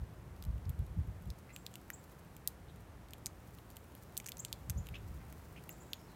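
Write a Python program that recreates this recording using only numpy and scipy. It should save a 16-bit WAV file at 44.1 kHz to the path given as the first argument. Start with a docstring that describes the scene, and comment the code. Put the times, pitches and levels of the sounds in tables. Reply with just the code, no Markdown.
"""Sparrows feed on seed in a stone bowl among cactus in a quiet garden.
Beaks tick and husks crack: each snap rings beak and seed, and ground and plants scatter it back.
Loose seed shifts and crackles under the birds. They call in thin rising notes; lower chirps come
from further off. Light gusts rumble on the microphone over a soft outdoor hush."""
import sys
import numpy as np
from scipy import signal
from scipy.fft import rfft, irfft
from scipy.io import wavfile
from scipy.ndimage import uniform_filter1d

SR = 44100
rng = np.random.default_rng(int(sys.argv[2]) if len(sys.argv) > 2 else 0)


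def dump_mix(stems):
    """Bounce the given channels to the path in sys.argv[1] as a 16-bit WAV at rate SR."""
    frames = np.atleast_2d(stems).T  # one column per channel
    limited = np.clip(frames, -1, 1)  # hard clip at full scale
    pcm = np.round(limited * 32767).astype(np.int16)
    wavfile.write(sys.argv[1], SR, pcm)


N = 271297
TIME_S = np.arange(N) / SR

# Hush spectrum (frequency [Hz], relative density [dB])
HUSH_SPECTRUM = [(71, -30), (120, -5), (173, -2), (231, -7), (348, -8), (436, -10.5), (569, -11.5),
                 (805, -14), (892, -14), (1520, -19), (1940, -21.5), (2870, -27.5), (4780, -33),
                 (14200, -36), (16000, -45)]
# Slow swell of the hush (time [s], gain [dB])
HUSH_SWELL = [(0, -2), (4.0, -1.83), (4.8, -.7), (6.15, -0.8)]
# Wind spectrum (frequency [Hz], relative density [dB])
WIND_SPECTRUM = [(30, -20), (42, -10.5), (55, 1.5), (80, -0.5), (115, -3), (185, -13.5), (280, -35),
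                 (450, -37)]
# Breeze envelope (time [s], relative level [dB])
BREEZE = [(0, -54), (.4, -50), (.7, -47), (1.15, -49), (1.45, -58.5), (2.4, -59), (2.7, -54), (4.25, -59),
          (4.7, -51), (5.25, -51), (5.5, -55.5), (6.15, -60.5)]
# Single eddies (time [s], peak level [dB])
BUFFETS = [(0.016, -39), (0.484, -34), (0.551, -37.5), (0.688, -35.5), (0.808, -35), (0.919, -48),
           (0.995, -32), (1.095, -41), (1.288, -38.5), (4.702, -39.5), (4.783, -33.5), (4.922, -45.5),
           (5.037, -47.5), (5.105, -45), (5.161, -48)]
# Low chirps (time [s], pitch [Hz], level [dB])
CHIRPS = [(1.487, 1530, -58.5), (2.678, 2490, -67), (4.937, 1937, -50.5), (5.197, 1570, -65.5),
          (5.558, 1850, -58)]
# Upward flicks in each chirp (delay [s], length [s], start [x pitch], end [x pitch], gain [dB])
FLICKS = [(0, .013, 1, 1.9, 0), (0.012, .015, 1.2, 1.5, -.5), (.017, .009, 1.5, 1.8, -6)]
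# Thin calls (time [s], length [s], start pitch [Hz], top pitch [Hz], level [dB])
THIN_CALLS = [(1.523, .04, 6600, 7700, -62), (1.928, 0.027, 6200, 7700, -52),
              (4.388, 0.024, 5400, 7780, -43.5), (4.769, .031, 5500, 7240, -56.5),
              (5.697, 0.027, 5900, 7750, -56), (5.796, 0.042, 6700, 7470, -64.5),
              (5.89, 0.069, 6650, 6820, -71), (5.978, .045, 4900, 5440, -75),
              (6.065, 0.072, 4150, 4300, -75)]
# Seed-on-seed spectrum (frequency [Hz], relative density [dB])
SEED_SPECTRUM = [(2500, -26), (4000, 4), (7000, 6.5), (10000, 5), (13500, 8), (16000, 8.5)]
# Birds shuffling in the seed (time [s], relative level [dB])
SHUFFLE = [(0.0, -79), (1.4, -76.5), (1.66, -71.5), (2.88, -79), (3.54, -72.5), (4.01, -72), (4.31, -69),
           (4.81, -73.5), (5.46, -69.5), (6.15, -72)]
# Beak or foot sweeping the seed (first stroke [s], last stroke [s], relative level [dB])
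RUMMAGES = [(1.39, 1.39, -69), (2.04, 2.19, -68), (2.816, 2.816, -69.5), (3.476, 3.545, -65),
            (3.72, 3.72, -68.5), (3.97, 4.03, -65.5), (5.08, 5.53, -70.5), (5.727, 5.727, -63.5)]
# Pecks and husk cracks, three modes each
# (time [s], relative level [dB], low mode [Hz], middle mode re low [dB], high mode re low [dB])
PECKS = [(0.425, -17, 4210, -24, -6), (0.4387, -26, 2800, -1, -6), (0.451, -25.5, 4010, -7, -3),
         (0.654, -28, 4640, -23, -15), (0.6942, -26.5, 3150, -1.5, 4), (0.701, -32, 3240, -14, 1),
         (0.791, -35, 3550, -6, 1), (1.3031, -14.5, 4650, -24, -12.5), (1.563, -11, 2990, -9, -10),
         (1.6651, -6.5, 4020, -16, -15), (1.7401, -25, 3220, 3, -19), (1.7555, -14.5, 3100, -6, -7),
         (1.9024, -4, 1740, -13.5, -10), (2.3659, -26.5, 2750, -1.5, -1), (2.4753, -2.5, 4560, -4, 2.5),
         (3.0856, -30, 3580, -13, -9), (3.1077, -29.5, 5430, -3.5, -5), (3.1345, -13, 3170, -12, -9),
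         (3.2598, -4, 5000, -3, -15), (3.2663, -18.5, 2180, 13, -1), (3.5864, -27.5, 3040, -22, -9),
         (3.7025, -31.5, 4300, -5, 0), (3.7683, -20, 3170, -4, -1), (3.9511, -28, 3190, -10, 3),
         (4.1691, -9.5, 4050, -6, -11), (4.1765, -18, 3420, 12.5, 11.5), (4.2008, -14.5, 2530, -1, -12),
         (4.2441, -28, 2990, 0, -13), (4.2611, -17.5, 1750, 5.5, -11), (4.2648, -22, 2470, 11, 1),
         (4.275, -27, 2090, 12, -6), (4.2866, -12, 2530, -4, -11.5), (4.2911, -23, 2480, 6, 8),
         (4.3196, -8.5, 3700, -12, -12), (4.3705, -27, 2280, 9.5, -10), (4.382, -39, 1630, 11, 12),
         (4.4497, -7.5, 3380, -0.5, -10), (4.4832, -26, 4550, -16, -20), (4.5279, -2, 3930, -10.5, -11),
         (4.6978, -15, 1770, 9, 6), (4.7022, -17, 2950, 6, 0), (4.8693, -19, 3000, -7, -10),
         (4.8881, -15, 2790, -24, -10), (5.3255, -28.5, 2380, -3, 3), (5.6387, -31, 4930, -6, -1),
         (5.6929, -15, 2550, -25, 0.5), (5.933, 0.5, 3650, -33, -14)]
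# Damping of the low, middle and high mode (Q per filter pass [-])
MODE_Q = (1.8, 2.2, 2.8)
LOW_MODE_HZ, MIDDLE_MODE_HZ, HIGH_MODE_HZ = 3200, 7170, 13600   # beak and seed, typical peck


def from_db(db):
    return 10 ** (np.asarray(db) / 20)


def unit_rms(x):
    return x / np.sqrt(np.mean(x ** 2) + 1e-20)


def unit_energy(x):
    return x / np.sqrt(np.sum(x ** 2) + 1e-20)


def envelope(rows):
    """Amplitude curve through (time [s], level [dB]) points."""
    return from_db(np.interp(TIME_S, *np.transpose(rows)))


def add(out, time_s, sound):
    at = max(round(time_s * SR), 0)
    out[at:at + len(sound)] += sound[:max(N - at, 0)]


def butter(x, order, hz, kind="low"):
    return signal.sosfilt(signal.butter(order, hz, kind, fs=SR, output="sos"), x)


def resonate(x, hz, q):
    """Two-pass resonance, peak gain 1."""
    b, a = signal.iirpeak(hz, q, fs=SR)
    return signal.lfilter(b, a, signal.lfilter(b, a, x + 1e-18))


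def coloured(white, spectrum):
    """Shape to a spectrum, steep roll-off past its ends; rms 1."""
    hz, db = np.transpose(spectrum)
    bins_hz = np.maximum(np.arange(N // 2 + 1) * SR / N, 1)
    rolloff = np.minimum(bins_hz / hz[0], 1) ** 4 * np.minimum(hz[-1] / bins_hz, 1) ** 4
    gain = from_db(np.interp(np.log(bins_hz), np.log(hz), db))
    return unit_rms(irfft(rfft(white) * rolloff * gain, N))


def garden(x, near_db, far_db, near_t60_s=.044, far_t60_s=.23, predelay_s=.004):
    """Add quick, thin echoes off bowl, ground and cactus, and a duller tail from further plants."""
    t = np.arange(SR // 2) / SR
    age_s = np.maximum(t - predelay_s, 0)

    def scatter(rise_s, t60_s):
        return rng.standard_normal(len(t)) * (1 - np.exp(-age_s / rise_s)) * from_db(-60 * age_s / t60_s)

    near = butter(scatter(.0015, near_t60_s), 1, 2500, "high")
    far = butter(scatter(.01, far_t60_s), 1, 9000)
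    echoes = from_db(near_db) * unit_energy(near) + from_db(far_db) * unit_energy(far)
    return x + signal.fftconvolve(x, echoes)[:N]


def hush(level_db=-57):
    """Far outdoor noise, swelling slowly."""
    return from_db(level_db) * envelope(HUSH_SWELL) * coloured(rng.standard_normal(N), HUSH_SPECTRUM)


def wind(breeze_gain_db=-.5, rise_s=.024, fall_s=.028):
    """Breeze rumbles on the microphone; stronger eddies swell and die on top."""
    rumble = coloured(rng.standard_normal(N), WIND_SPECTRUM)
    running_rms = np.sqrt(uniform_filter1d(rumble ** 2, size=3000) + 1e-6)
    buffets = np.zeros(N)
    for time_s, db in BUFFETS:
        width_s = np.where(TIME_S < time_s, rise_s, fall_s)
        buffets += from_db(db) * np.exp(-((TIME_S - time_s) / width_s) ** 2)
    breeze = from_db(breeze_gain_db) * envelope(BREEZE)
    return np.hypot(breeze, buffets) * rumble / running_rms


def whistle(hz, hoarseness, octave_db):
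    """Bird note: sine plus weak octave; hoarseness shakes pitch and level."""
    wobble, flutter = unit_rms(uniform_filter1d(rng.standard_normal((2, len(hz))), size=40))
    phase = 2 * np.pi * np.cumsum(hz + 260 * hoarseness * wobble) / SR
    swell = signal.windows.tukey(len(hz), .8) * unit_rms(1 + .55 * hoarseness * flutter)
    return np.sqrt(2) * swell * (np.sin(phase) + from_db(octave_db) * np.sin(2 * phase))


def chirps():
    """Three short, rough flicks merge into each dry chuck."""
    out = np.zeros(N)
    for time_s, pitch_hz, db in CHIRPS:
        for delay_s, length_s, start, end, flick_db in FLICKS:
            hz = pitch_hz * np.geomspace(start, end, round(length_s * SR))
            flick = whistle(hz, hoarseness=.8, octave_db=-19)
            add(out, time_s + delay_s, from_db(db + flick_db) * flick)
    return garden(out, near_db=-1.5, far_db=-16.5)


def thin_calls(farthest_db=-72.5, nearest_db=-49.5):
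    """Arching notes; fainter birds are further off, so blur and ring on more among the plants."""
    close, distant = np.zeros(N), np.zeros(N)
    for time_s, length_s, start_hz, top_hz, db in THIN_CALLS:
        distance = np.interp(db, [farthest_db, nearest_db], [1, .1])
        rise_s = np.interp(distance, [0, 1], [.021, .0346])
        hoarseness = np.interp(distance, [0, 1], [.35, 1])
        t = np.arange(round(length_s * SR)) / SR
        hz = top_hz - (top_hz - start_hz) * (1 - t / rise_s) ** 2
        note = from_db(db) * whistle(hz, hoarseness, octave_db=-16)
        add(close, time_s, (1 - distance) * note)
        add(distant, time_s, distance * note)
    return (garden(close, near_db=-17, far_db=-13.5, far_t60_s=.28)
            + garden(distant, near_db=-1, far_db=-2, far_t60_s=.35))


def grains(rate_per_s, spread_db):
    """Seed-on-seed knocks, many faint, a few sharp; rms 1."""
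    sizes = from_db(spread_db * np.minimum(rng.exponential(1, N), 4))
    signs = rng.choice([-1, 1], N)
    knocks = rng.random(N) < rate_per_s / SR
    return coloured(knocks * sizes * signs, SEED_SPECTRUM)


def loose_seed(shuffle_gain_db=-1.5, rummage_gain_db=1, nominal_gap_s=.074, stroke_s=.019):
    """Grains shift under the birds throughout and crackle at each rummaging stroke."""
    shuffling = envelope(SHUFFLE) * grains(rate_per_s=2500, spread_db=3.5)
    strokes = np.zeros(N)
    for first_s, last_s, db in RUMMAGES:
        count = 1 + round((last_s - first_s) / nominal_gap_s)
        for time_s in np.linspace(first_s, last_s, count):
            strokes += from_db(db) * np.exp(-2 * ((TIME_S - time_s) / stroke_s) ** 2)
    rummaging = strokes * grains(rate_per_s=900, spread_db=4.5)
    return from_db(shuffle_gain_db) * shuffling + from_db(rummage_gain_db) * rummaging


def nibbles(mean_per_s=11, level_db=-40.5, spread_db=2, spread_oct=.25, middle_db=-5.5, high_db=-2.5):
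    """Faint random husking ticks, denser when the birds are busy; rows as in PECKS."""
    activity = envelope(SHUFFLE)
    rate_per_s = mean_per_s * activity / activity.mean()
    times_s = TIME_S[rng.random(N) < rate_per_s / SR]
    draws = rng.standard_normal((len(times_s), 2))
    return [(time_s, level_db + spread_db * size, LOW_MODE_HZ * 2 ** (spread_oct * pitch),
             middle_db, high_db) for time_s, (size, pitch) in zip(times_s, draws)]


def snap(modes, splinter_db, spray_onset_s=.0004, spray_decay_s=.0017):
    """One sharp break and a dying spray of tiny ones ring beak and seed."""
    t = np.arange(SR // 64) / SR
    sizes = rng.standard_normal(len(t)) * rng.random(len(t)) ** 2
    spray = sizes * np.exp(-t / spray_decay_s) * (t > spray_onset_s)
    force = (t == 0) + from_db(splinter_db) * unit_energy(spray)
    ring = sum(sign * from_db(db) * resonate(force, hz, q)
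               for sign, (hz, db), q in zip((1, -1, 1), modes, MODE_Q))
    low_hz = modes[0][0]
    return butter(ring, 3, .55 * low_hz, "high")   # a small body barely radiates below its low mode


def pecks(direct_db=-2, reflected_db=-12, reflection_s=.00009):
    """Each peck snaps a seed; a reflection off the stone just below colours it hollow."""
    snaps = np.zeros(N)
    for time_s, db, low_hz, middle_db, high_db in list(PECKS) + nibbles():
        middle_hz = MIDDLE_MODE_HZ * (low_hz / LOW_MODE_HZ) ** .28   # partly tracks the low mode
        modes = [(low_hz, db), (middle_hz, db + middle_db), (HIGH_MODE_HZ, db + high_db)]
        add(snaps, time_s, snap(modes, splinter_db=-12 - .35 * db))   # harder pecks break cleaner
    reflection = np.roll(snaps, round(reflection_s * SR))
    at_bowl = from_db(direct_db) * snaps + from_db(reflected_db) * reflection
    return garden(at_bowl, near_db=-17.5, far_db=-29)


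def scene():
    """Feeding and calls over hush and wind; mono."""
    feeding = pecks() + loose_seed()
    return (feeding + hush() + thin_calls() + chirps() + wind())[None]


def record(dry):
    """Steep treble cut."""
    return butter(dry, order=18, hz=15900)


dry = scene()
out = record(dry)
dump_mix(out)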